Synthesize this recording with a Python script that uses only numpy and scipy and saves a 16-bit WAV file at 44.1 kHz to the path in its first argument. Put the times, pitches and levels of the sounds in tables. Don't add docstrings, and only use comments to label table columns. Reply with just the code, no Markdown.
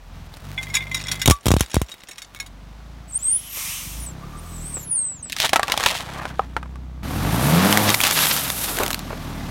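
import sys
import numpy as np
from scipy import signal
from scipy.fft import rfft, irfft
from scipy.io import wavfile

SR = 44100
rng = np.random.default_rng(int(sys.argv[2]) if len(sys.argv) > 2 else 0)


def wav_out(sig):
    wavfile.write(sys.argv[1], SR, np.round(np.clip(np.atleast_2d(sig).T, -1, 1) * 32767).astype(np.int16))


N = 418950
TIME = np.arange(N) / SR

# (frequency [Hz], relative level [dB])
CLATTER_COLOUR = [(100, -12), (300, -4.5), (450, -3), (700, 1.5), (950, -0.5), (1180, -1), (1500, -4),
                  (3500, -12), (6000, -15.5), (10000, -24), (16000, -26)]
# (time [s], relative level [dB])
GRIT_LEVEL = [(0, -49), (.55, -36), (1.2, -32.5), (1.4, -43.5), (1.62, -34), (2.0, -45.5), (2.3, -47),
              (2.48, -37)]
# (frequency [Hz], relative level [dB], t60 [s])
EDGE_MODES = [(3370, -24, 0.069), (3770, -13.5, 0.079), (3800, -36, 0.049), (5540, -8.5, 0.045),
              (6800, -10.5, 0.048)]


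def from_db(db):
    return 10 ** (np.asarray(db) / 20)


def rms_one(x):
    return x / np.sqrt(np.mean(x ** 2) + 1e-20)


def in_time(*tables):
    times, *columns = np.vstack(tables).T
    return [np.interp(TIME, times, column) for column in columns]


def during(rows):
    return np.clip(np.minimum(TIME - rows[0][0], rows[-1][0] - TIME) / .004 + 1, 0, 1)


def drift(rate_hz, size=N):
    pole = np.exp(-40 * np.pi * rate_hz / SR)
    noise = rng.standard_normal(size // 20 + 2002)
    slow = signal.lfilter([1], [1, -2 * pole, pole * pole], noise)[2000:]
    return np.interp(np.arange(size) / 20, np.arange(len(slow)), rms_one(slow))


def coloured(x, spectrum, size=4096):
    hz, db = np.transpose(spectrum)
    grid_hz = np.maximum(np.arange(size // 2 + 1) * SR / size, 1)
    gain = from_db(np.interp(np.log(grid_hz), np.log(hz), db))
    cepstrum = irfft(np.log(gain))
    cepstrum[1:size // 2] *= 2
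    cepstrum[size // 2 + 1:] = 0
    response = irfft(np.exp(rfft(cepstrum)))
    return signal.oaconvolve(x, response / np.linalg.norm(response))[:N]


def add(track, s, sound):
    start = int(s * SR)
    track[start:start + len(sound)] += sound[:N - start]


def decay(t60):
    return from_db(-60 * TIME[:SR // 4] / t60)


def ring(hz, t60):
    return np.sin(2 * np.pi * hz * TIME[:SR // 4]) * decay(t60)


def crack(t60, tail_db, tail_t60, rise_s=.00025):
    attack = 1 - np.exp(-TIME[:SR // 4] / rise_s)
    return rng.standard_normal(SR // 4) * attack * (decay(t60) + from_db(tail_db) * decay(tail_t60))


def grains(per_s, spread_db, clump_db):
    sizes = from_db(spread_db * np.minimum(rng.exponential(1, N), 4)) * rng.choice([-1, 1], N)
    hits = rng.random(N) < per_s / SR
    return rms_one(sizes * hits * from_db(clump_db * drift(18)))


def surge(s, rise_s, fall_s, drop_db=20):
    distance = np.maximum((s - TIME) / rise_s, (TIME - s) / fall_s)
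    return from_db(-drop_db * np.minimum(distance, 10))


def whistle(rows, waver, flutter_db):
    s, hz, db = np.transpose(rows)
    t = TIME[int(s[0] * SR):int(s[-1] * SR)]
    pitch_hz = np.interp(t, s, hz) * (1 + waver * drift(490, size=len(t)))
    phase = 2 * np.pi * np.cumsum(pitch_hz) / SR
    fade = np.clip(np.minimum(t - s[0], s[-1] - t) / .003, 0, 1)
    level = from_db(np.interp(t, s, db) + flutter_db * drift(105, size=len(t)))
    tone = np.zeros(N)
    add(tone, s[0], np.sqrt(2) * np.sin(phase) * fade * level)
    return tone


def outdoors():
    return from_db(-53.5) * coloured(rng.standard_normal(N), CLATTER_COLOUR)


def exhaust_orders(phase, firing_hz, upper_db, half_db, hop=64):
    # (frequency [Hz], gain [dB])
    pipe_response = [(24, -34.5), (40, 5.5), (60, -6), (72, -8.5), (85, -5.5), (110, -7.5), (160, 2),
                     (220, -6), (320, -3), (600, -4)]
    pipe_hz, pipe_db = np.transpose(pipe_response)
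    fall_db_per_octave = 12.5
    firing_hz, upper_db, half_db = (curve[::hop] for curve in (firing_hz, upper_db, half_db))
    tones = 0
    for order in np.r_[1, 3:15] / 2:
        db = upper_db - fall_db_per_octave * max(np.log2(order / 2), 0)
        if order % 1:
            db = db + half_db
        db = db + np.interp(np.log(order * firing_hz), np.log(pipe_hz), pipe_db)
        amplitude = np.repeat(np.sqrt(2) * from_db(db), hop)[:N]
        tones = tones + amplitude * np.cos(order * phase + order * order)
    return tones * from_db(2.3 * drift(20))


def engine():
    # (time [s], firing rate [Hz], level above idle [dB], firing tone [dB])
    speed_and_level = [
        [(0, 40, -18, -43), (.15, 41.5, -2.5, -39), (.42, 38, -5.5, -47)],
        [(.44, 48, 4, -39.5), (1.25, 50, 2, -39), (1.35, 47, -26, -68), (2.0, 45, -26, -67),
         (2.48, 45, -6.5, -43)],
        [(2.5, 46, -2.5, -41), (2.95, 57.3, -1.5, -38), (3.5, 51, -9, -48.5), (3.8, 42.5, -0.5, -46),
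         (4.0, 57.5, 5, -29), (4.2, 67.6, 4.5, -44.5), (4.5, 86, 0.5, -37.5), (4.78, 70.5, 3, -40),
         (4.95, 62, -6, -56)],
        [(5.22, 39, -1.5, -56), (5.85, 42.5, 2, -46), (6.15, 69, 6.5, -41), (6.45, 61, 4, -35),
         (6.75, 63.5, 3, -32), (7.02, 62.5, 3, -33)],
        [(7.04, 32, 14, -48), (7.25, 47.6, 19, -26), (7.412, 63.6, 20, -29), (7.53, 80.4, 22, -31),
         (7.662, 100, 23, -27.5), (7.766, 106, 18.5, -29), (7.895, 102, 16, -22), (7.95, 113, 0, -34),
         (8.12, 83, 0, -49), (8.39, 73, 1.5, -43), (8.7, 45.8, 1, -38), (9.5, 35.8, 10.5, -36)],
    ]
    # (start [s], upper orders [dB], half orders against whole ones [dB], rumble [dB], clatter [dB])
    idle_mix = [(0, -34, -4.5, -50, -45.5), (.43, -37, -23, -51, -48.5), (2.49, -43, 1, -50.5, -52),
                (5.209, -45, -0.5, -48, -76), (7.031, -38.5, -56, -38, -38.5)]
    # (frequency [Hz], relative level [dB])
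    growl_colour = [(150, -25.5), (300, 0), (400, -1), (500, 3.5), (590, -1.5), (680, 6), (760, -1),
                    (850, 3.5), (1100, -3), (2000, -11), (5000, -41.5)]
    # (frequency [Hz], relative level [dB])
    rumble_colour = [(20, -20), (45, -7), (90, -3.5), (170, 1), (280, 0.5), (450, -20), (1000, -38.5),
                     (4000, -77)]
    growl_follows, rumble_follows, clatter_follows = 1.36, .63, .56
    idle_hz, deep_hz = 50, 83
    firing_spread_db, clatter_db_per_octave = 2.5, 7.5

    firing_hz, level_db, tone_db = in_time(*speed_and_level)
    passes = np.array(idle_mix)
    current_pass = np.searchsorted(passes[1:, 0], TIME)
    upper_db, half_db, rumble_db, clatter_db = passes[current_pass, 1:].T
    firings = np.cumsum(firing_hz * (1 + .0045 * drift(11))) / SR
    phase = 2 * np.pi * firings
    throb = np.cos(phase)
    tone = np.sqrt(2) * from_db(tone_db) * throb

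    pulses = np.diff(np.floor(firings), prepend=0)
    pulses = rms_one(pulses * from_db(firing_spread_db * rng.standard_normal(N)))
    growl = from_db(-59 + growl_follows * level_db) * coloured(pulses, growl_colour)

    low_noise = coloured(rng.standard_normal(N) * (1 + .22 * throb), rumble_colour)
    deep = signal.sosfilt(signal.butter(4, deep_hz, "low", fs=SR, output="sos"), low_noise)
    body = signal.sosfilt(signal.butter(4, deep_hz, "high", fs=SR, output="sos"), low_noise)
    rumble = from_db(rumble_db) * (from_db(-2.5) * deep + from_db(rumble_follows * level_db) * body)

    speed_db = clatter_db_per_octave * np.log2(firing_hz / idle_hz)
    clatter_gain = from_db(clatter_db + clatter_follows * level_db + speed_db)
    clatter = clatter_gain * coloured(rng.standard_normal(N) * (1 + .15 * throb), CLATTER_COLOUR)
    return tone + exhaust_orders(phase, firing_hz, upper_db + level_db, half_db) + growl + rumble + clatter


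def tyre():
    # (time [s], level [dB])
    stone_clicks = [(0.34, -20.5), (.369, -21), (1.634, -13), (1.893, -21), (1.898, -22), (1.941, -19),
                    (2.036, -19.5), (2.348, -16.5), (2.428, -25)]
    # (time [s], level [dB], t60 [s])
    tread_knocks = [(2.089, -41, .07), (3.571, -37, 0.068), (4.768, -26, 0.042), (5.115, -41, 0.03),
                    (5.258, -32.5, 0.031), (8.679, -29, 0.67), (8.775, -25, 0.18), (8.80, -18, 0.34),
                    (9.105, -25, 0.096), (9.129, -21.5, 0.042)]
    # (time [s], pitch [Hz], level [dB])
    wheel_squeak = [(4.2, 1175, -69), (4.24, 1190, -38), (4.28, 1200, -66), (4.34, 1190, -43),
                    (4.4, 1171, -52), (4.46, 1180, -49), (4.6, 1175, -55)]
    grit_db, = in_time(GRIT_LEVEL)
    grit = from_db(grit_db - 10) * grains(per_s=500, spread_db=3, clump_db=3)
    for s, db in stone_clicks:
        add(grit, s, from_db(db) * crack(t60=.0019, tail_db=-20, tail_t60=.046))
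    grit = coloured(grit, [(300, -4), (2000, -4.5), (6000, -13), (16000, -16)])
    knocks = np.zeros(N)
    for s, db, t60 in tread_knocks:
        add(knocks, s, from_db(db) * rng.standard_normal(SR // 4) * decay(t60))
    knocks = coloured(knocks, [(100, -2), (350, 6.5), (1200, 2.5), (2500, -8.5), (6000, -63), (16000, -47)])
    return grit * during(GRIT_LEVEL) + knocks + whistle(wheel_squeak, waver=.038, flutter_db=-4.5)


def struck(modes):
    spread_db, spread_pitch = 4, .009
    chance = rng.normal(0, [spread_db, spread_pitch], (len(modes), 2))
    return sum(from_db(db + uneven_db) * ring(hz * (1 + detune), t60)
               for (hz, db, t60), (uneven_db, detune) in zip(modes, chance))


def bowl_ring(hz):
    # (ratio to its pitch, relative level [dB], t60 [s])
    bowl_modes = [(.505, -18, 0.092), (0.754, -23.5, 0.14), (1.001, -0.5, 0.11), (1.13, 1.5, 0.03),
                  (1.291, -27, 0.051), (1.42, -10, 0.018), (1.64, -11, 0.079)]
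    return struck([(ratio * hz, db, t60) for ratio, db, t60 in bowl_modes])


def shard(t60, low_hz, count, top_hz=10500):
    age = TIME[:4000]
    hz = low_hz * (top_hz / low_hz) ** rng.random(count)
    strength = rms_one(rng.rayleigh(1, count)) * rng.choice([-1, 1], count) * np.sqrt(2 / count)
    return strength @ np.sin(2 * np.pi * np.outer(hz, age)) * from_db(-60 * age / t60)


def glasses():
    # (time [s], relative bowl ring [dB], relative contact tick [dB], bowl pitch [Hz])
    clinks = [(.577, -13.5, -44, 2084), (0.583, -19, -36, 2068), (0.629, -32, -25, 2160),
              (.668, -28, -53, 2040), (0.7, -37, -35, 2110), (.741, -27, -16.5, 2100),
              (.751, -20, -10, 2270), (0.767, -13.5, -18.5, 2095), (.805, -23, -40, 2150),
              (.824, -31, -41, 2080), (0.867, -27, -41, 2100), (0.914, -27, -30.5, 2070),
              (.945, -17, -15.5, 2080), (.968, -29, -26.5, 2025), (1.083, -22, -21.5, 2048),
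              (1.115, -35, -12.5, 2040), (1.196, -33, -28, 2100), (1.216, -17.5, -13, 2060),
              (1.24, -33, -49, 2020), (1.916, -58, -29.5, 2180), (2.086, -49, -28, 2200),
              (2.111, -36.5, -29, 2200), (2.181, -36, -26.5, 2200), (2.219, -48, -27, 2190),
              (2.36, -43, -36, 2210), (2.4, -28, -22, 2210), (2.462, -49, -33, 2190)]
    # (time [s], level [dB])
    roll_level = [(.74, -27), (.88, -56), (1.05, -40.5), (1.25, -43)]
    # (time [s], relative crack [dB], relative thump [dB])
    bursts = [(1.2583, -2, -4), (1.2765, 0, 6), (1.284, -38, 12), (1.299, -3.5, 5), (1.309, 3, 10.5),
              (1.4575, -13, -2.5), (1.466, -10, 4), (1.4831, -8.5, 2), (1.5056, -15.5, 5.5), (1.516, -7, 7),
              (1.5393, -15, 7.5), (1.5658, -16, 4), (1.596, -19.5, -41), (1.6077, -4, 3.5),
              (1.743, -11, -3), (1.755, -14.5, -17), (1.767, -23, 7), (1.8161, -16.5, -0.5)]
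    # (frequency [Hz], relative level [dB])
    tick_colour = [(300, -19.5), (1000, 3.5), (2000, -3), (3600, -4.5), (4700, -15), (5700, -5), (7000, -3),
                   (9500, -4.5), (12000, -6), (16000, -12)]
    chatter_s, fracture_spread_s, tap_low_hz = .0015, .0027, 1300
    taps, cracks, rings, thumps = np.zeros((4, N))
    age = TIME[:SR // 4]

    attack = 1 - np.exp(-age / chatter_s)
    for s, bowl_db, tick_db, bowl_hz in clinks:
        add(taps, s, from_db(tick_db - 6) * attack * crack(t60=.054, tail_db=-27, tail_t60=.069))
        add(rings, s, from_db(tick_db - 7.5) * shard(t60=.074, low_hz=1450, count=40))
        add(rings, s, attack * from_db(bowl_db) * bowl_ring(bowl_hz))
        add(rings, s, attack * from_db(tick_db + 4) * struck(EDGE_MODES))
    taps = signal.sosfilt(signal.butter(2, tap_low_hz, "high", fs=SR, output="sos"), taps)

    roll_db, = in_time(roll_level)
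    contacts = grains(per_s=330, spread_db=2, clump_db=2)
    rolling = rms_one(signal.oaconvolve(contacts, bowl_ring(hz=2050))[:N])
    rings += from_db(roll_db) * during(roll_level) * rolling

    thump_hz = 52 + 1400 / (1 + age / .000457) ** 1.39
    thump = np.sin(2 * np.pi * np.cumsum(thump_hz) / SR) * decay(.087)
    for s, crack_db, thump_db in bursts:
        add(cracks, s, from_db(crack_db) * crack(t60=.0075, tail_db=-23, tail_t60=.06))
        for delay in fracture_spread_s * rng.random(size=3):
            add(cracks, s + delay, from_db(crack_db - 1.5) * crack(t60=.003, tail_db=-25, tail_t60=.085))
        add(thumps, s, from_db(thump_db - 10) * thump)
        add(rings, s, from_db(crack_db - 11.5) * struck(EDGE_MODES))
        add(rings, s, from_db(crack_db - 10) * shard(t60=.035, low_hz=2000, count=28))
    add(rings, 1.316, from_db(-16) * ring(hz=1148, t60=.13))
    return coloured(taps + cracks, tick_colour) + rings + thumps


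def splinters():
    start_s, end_s, count = .95, 2.25, 90
    boost_db, range_db = 7.5, 14
    tinkles = np.zeros(N)
    for place, softness in rng.random((count, 2)):
        s = start_s + place * (end_s - start_s)
        db = np.interp(s, *np.transpose(GRIT_LEVEL)) + boost_db - range_db * softness
        add(tinkles, s, from_db(db) * shard(t60=.025, low_hz=1500, count=20))
        add(tinkles, s, from_db(db - 3) * struck(EDGE_MODES))
    return tinkles


def hole_whistle(glide, gain_db):
    # (pitch [Hz], level [dB])
    hole_tuning = [(6200, -47), (7200, -40), (8000, -25), (8500, -17), (9700, -16), (10300, -28),
                   (11000, -34.5), (13500, -47)]
    s, hz = np.transpose(glide)
    times = np.linspace(s[0], s[-1], 60)
    pitch_hz = np.interp(times, s, hz)
    level_db = gain_db + np.interp(pitch_hz, *np.transpose(hole_tuning))
    rows = np.c_[times, pitch_hz, level_db]
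    core = whistle(rows, waver=.004, flutter_db=2)
    fringe = from_db(-14) * whistle(rows, waver=.024, flutter_db=3)
    return core + fringe


def air_band(rows, width_hz):
    s, hz, db = np.transpose(rows)
    t = TIME[int(s[0] * SR):int(s[-1] * SR)]
    phase = 2 * np.pi * np.cumsum(np.interp(t, s, hz)) / SR
    noise = drift(width_hz, size=len(t)) * np.cos(phase) + drift(width_hz, size=len(t)) * np.sin(phase)
    band = np.zeros(N)
    add(band, s[0], noise * from_db(np.interp(t, s, db)))
    return band


def duck():
    # (time [s], pitch [Hz])
    squeeze_glide = [(3.188, 6910), (3.24, 8120), (3.315, 8800), (3.326, 9430), (3.37, 9950), (3.41, 11000)]
    refill_glide = [(4.78, 13900), (4.848, 11100), (4.89, 10530), (4.92, 9520), (4.953, 9510),
                    (4.976, 8620), (5.01, 8430), (5.101, 7980), (5.16, 7460), (5.226, 6070)]
    # (time [s], length [s], start pitch [Hz], end pitch [Hz], gain [dB])
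    chirps = [(3.078, 0.039, 7660, 8700, -23), (3.119, 0.061, 7400, 9150, -3.5),
              (3.999, 0.058, 9760, 9500, -21), (4.061, 0.056, 8260, 7220, -8),
              (4.364, .038, 7240, 9720, -25), (5.226, 0.07, 8250, 7560, -8)]
    # (time [s], pitch [Hz], level [dB])
    overblown = [(3.41, 10700, -42), (3.48, 11430, -42), (3.58, 13030, -28)]
    hoarse = [(4.45, 7850, -59), (4.54, 8140, -42), (4.599, 7520, -44.5), (4.661, 8350, -32.5),
              (4.715, 8560, -40.5), (4.75, 8070, -25), (4.79, 7450, -35.5), (4.85, 7000, -47)]
    # (time [s], level [dB])
    jet_level = [(3.08, -58), (3.2, -46), (3.5, -39.5), (3.58, -27.5), (3.7, -27.5), (4.05, -40.5),
                 (4.16, -62), (4.36, -53.5), (4.47, -47), (4.82, -45.5), (5.05, -78)]
    # (frequency [Hz], relative level [dB])
    jet_colour = [(500, -20), (1150, 1), (1550, -6), (2200, 3.5), (3400, 0), (4600, -3), (5600, 4),
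                  (7700, 2.5), (9200, 5.5), (10400, -0.5), (11500, 4), (16000, -3.5)]
    # (time [s], frequency [Hz], level [dB])
    hollow_curves = [
        [(3.2, 3400, -56.5), (3.45, 3150, -47.5), (3.63, 2200, -42), (3.74, 2853, -38), (4.0, 2690, -61)],
        [(3.3, 5550, -73), (3.66, 5740, -44.5), (3.78, 6350, -39), (4.0, 6200, -64)],
    ]
    # (time [s], pitch [Hz], level [dB])
    squeak_curves = [
        [(4.92, 5100, -64), (4.99, 4250, -57), (5.05, 3950, -66)],
        [(5.235, 2950, -62), (5.294, 2490, -63)],
        [(5.235, 5200, -61), (5.294, 4820, -62)],
    ]
    clear = hole_whistle(squeeze_glide, gain_db=-1) + hole_whistle(refill_glide, gain_db=-3.5)
    for s, length, start_hz, end_hz, gain_db in chirps:
        clear += hole_whistle([(s, start_hz), (s + length, end_hz)], gain_db)
    rough = sum(whistle(rows, waver=.029, flutter_db=3) for rows in (overblown, hoarse))
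    jet_db, = in_time(jet_level)
    jet = from_db(jet_db) * during(jet_level) * coloured(rng.standard_normal(N), jet_colour)
    hollow = sum(air_band(rows, width_hz=300) for rows in hollow_curves)
    squeaks = sum(air_band(rows, width_hz=110) for rows in squeak_curves)
    return clear + rough + squeaks + jet + hollow


def noodle_pot():
    # (time [s], relative pop [dB], relative crack [dB], pop pitch [Hz])
    dents = [(5.298, -46.5, -20, 622), (5.322, -62, -15, 1400), (5.328, -63, -15, 520),
             (5.365, -37, -15.5, 1307), (5.386, -53, -18, 1110), (5.401, -33, -6, 620),
             (5.425, -46, -20, 1098), (5.493, -38, -11, 660), (5.532, -12, -1.5, 791),
             (5.559, -13, -3.5, 938), (5.565, -21, -16, 1340), (5.595, -18.5, -17, 820),
             (5.631, -20, -11.5, 1170), (5.681, -31, -18, 865), (5.699, -26, -20, 1020),
             (5.72, -28, -4, 1053), (5.74, -26, -20, 885), (5.776, -24.5, -9.5, 802),
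             (5.799, -29, -17, 1092), (5.806, -32, -12.5, 1077), (5.83, -27, -17.5, 1310),
             (5.837, -27, -10, 1220), (5.8612, -13.5, 1, 1002), (5.9, -48, -26, 1100),
             (5.951, -29, -21, 942), (6.006, -37, -22, 980), (6.254, -25.5, -28, 742),
             (6.5658, -19.5, -30, 965), (6.629, -35.5, -41, 1215), (6.658, -45, -57, 719),
             (6.757, -46, -41, 1170)]
    # (ratio to its pitch, relative level [dB], t60 [s])
    pop_modes = [(.62, -38, 0.071), (1, 5.5, 0.037), (1.37, 2.5, 0.031), (2.101, -7, 0.03)]
    # (frequency [Hz], level [dB], t60 [s])
    spring_back_modes = [(454, -9.5, 0.021), (786, -5.5, 0.035), (1020, -10.5, 0.024), (1266, -6.5, 0.028),
                         (1710, -44, 0.038)]
    # (peak time [s], rise [s], fall [s], dull grind [dB], crackle [dB])
    crumbles = [(5.451, 0.08, 0.036, -25, -16), (5.579, 0.12, 0.033, -34, -40),
                (5.691, 0.1, 0.094, -23.5, -35), (5.85, 0.12, 0.4, -28.5, -26.5),
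                (6.19, 0.31, 0.19, -29, -64)]
    # (frequency [Hz], relative level [dB])
    crack_colour = [(200, -5.5), (800, -39), (1800, 4.5), (3400, 5), (5000, 0), (8000, -3.5), (12000, -9),
                    (16000, -15.5)]
    hollow_colour = [(180, -16), (450, -6.5), (700, 0), (1100, -1.5), (1800, -5.5),
                     (4000, -24.5), (16000, -40.5)]
    spring_back_s, detune = 6.394, .07
    cracks, pops, crumples = np.zeros((3, N))
    for s, pop_db, crack_db, pop_hz in dents:
        add(cracks, s, from_db(crack_db + 4.5) * crack(t60=.0048, tail_db=-17.5, tail_t60=.06))
        add(crumples, s, from_db(pop_db + 8) * crack(t60=.014, tail_db=-15.5, tail_t60=.093))
        for ratio, db, t60 in pop_modes:
            hz = pop_hz * ratio * rng.uniform(1 - detune, 1 + detune)
            add(pops, s, from_db(pop_db + db + 2) * ring(hz, t60))
    for k, (hz, db, t60) in enumerate(spring_back_modes):
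        add(pops, spring_back_s, (-1) ** k * from_db(db) * ring(hz, t60))
    surges = np.array([surge(s, rise_s, fall_s) for s, rise_s, fall_s, _, _ in crumbles])
    grind_db, crackle_db = np.transpose(crumbles)[-2:]
    grind = (from_db(grind_db) @ surges) * grains(per_s=2000, spread_db=1.5, clump_db=4.5)
    crackle = (from_db(crackle_db) @ surges) * grains(per_s=11000, spread_db=7.5, clump_db=3)
    return coloured(cracks + crackle, crack_colour) + coloured(crumples + grind, hollow_colour) + pops


def spaghetti():
    # (time [s], level [dB])
    foam_level = [(7.04, -44.5), (7.46, -28.5), (7.98, -26), (8.1, -22), (8.27, -20.5), (8.42, -28),
                  (8.72, -25), (8.94, -43.5), (9.01, -51.5), (9.5, -48)]
    # (time [s], relative strength [dB], pitch [Hz])
    stick_snaps = [(7.7265, -1.5, 2978), (7.7734, 1, 1886), (7.892, -3.5, 2154), (7.9029, -2.5, 3650),
                   (7.9433, -3, 2280), (7.9463, 0, 2140), (8.004, -2.5, 2400), (8.013, -4.5, 3300),
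                   (8.0364, -2.5, 3040), (8.0394, -5, 2670), (8.051, -5, 2100), (8.0686, -4, 2760),
                   (8.0756, -7, 2614), (8.1106, -2.5, 2798), (8.1897, -5, 2720), (8.269, -5.5, 3096),
                   (8.3647, -8, 3210), (8.5016, -6, 3610), (8.643, -12, 4180), (8.7701, -11, 993),
                   (8.787, -6, 1630), (8.834, -5.5, 1476), (8.863, -8.5, 3480), (8.88, -11, 1546),
                   (8.9053, -7.5, 1770), (8.9118, -10, 3070), (8.9307, -8.5, 4120), (8.9445, -7, 4400),
                   (8.992, -15, 3876)]
    # (ratio to the snap's pitch, relative level [dB], t60 [s])
    stick_modes = [(.44, -13, .008), (1, -1, .008), (1.73, -7, .005)]
    # (peak time [s], rise [s], fall [s], level [dB])
    bundles = [(7.9, 0.091, 0.042, -21), (8.04, 0.032, 0.23, -22), (8.25, 0.47, 0.54, -20),
               (8.859, 0.53, 0.12, -33.5)]
    # (frequency [Hz], relative level [dB])
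    crunch_colour = [(300, -2), (800, 3), (1300, 5), (2200, 3.5), (3400, 3.5), (5000, 0.5), (8000, -4.5),
                     (16000, -48)]
    fizz_colour = [(1500, -37), (4000, -9), (6500, -4.5), (9000, 0), (11500, 3), (14000, 1.5),
                   (16000, -13.5)]
    tick_colour = [(400, -16), (1500, -6.5), (3500, -12), (7000, -10.5), (16000, -13)]
    ring_growth = 1.8
    ticks, rings = np.zeros((2, N))
    for s, snap_db, hz in stick_snaps:
        add(ticks, s, from_db(snap_db - 1.5) * crack(t60=.0063, tail_db=-17.5, tail_t60=.033))
        for ratio, db, t60 in stick_modes:
            add(rings, s, from_db(ring_growth * snap_db + db) * ring(hz * ratio, t60))
    breaking = sum(from_db(db) * surge(s, rise_s, fall_s) for s, rise_s, fall_s, db in bundles)
    crunch = breaking * coloured(grains(per_s=5000, spread_db=3, clump_db=3), crunch_colour)
    fizz_db, = in_time(foam_level)
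    fizz = from_db(fizz_db) * coloured(grains(per_s=27000, spread_db=5.5, clump_db=2), fizz_colour)
    return coloured(ticks, tick_colour) + rings + (crunch + fizz) * during([(7.035,), (9.6,)])


def scene():
    bed = outdoors() + engine() + tyre()
    return (bed + glasses() + splinters() + duck() + noodle_pot() + spaghetti())[None]


def record(dry):
    # (frequency [Hz], width [Hz], added level [dB])
    port_modes = [(1148, 23, -10), (3640, 1300, -10), (5780, 710, -23)]
    # (time [s], ceiling [linear])
    ceiling_curve = [(7.0, .6), (7.04, .92)]
    cutoff_hz = 16000
    heard = from_db(-1.5) * dry
    for hz, width_hz, db in port_modes:
        heard += from_db(db) * signal.lfilter(*signal.iirpeak(hz, hz / width_hz, fs=SR), dry)
    ceiling, = in_time(ceiling_curve)
    clipped = heard / (1 + np.abs(heard / ceiling) ** 6) ** (1 / 6)
    return signal.sosfilt(signal.ellip(12, .1, 80, cutoff_hz, fs=SR, output="sos"), clipped)


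dry = scene()
out = record(dry)
wav_out(out)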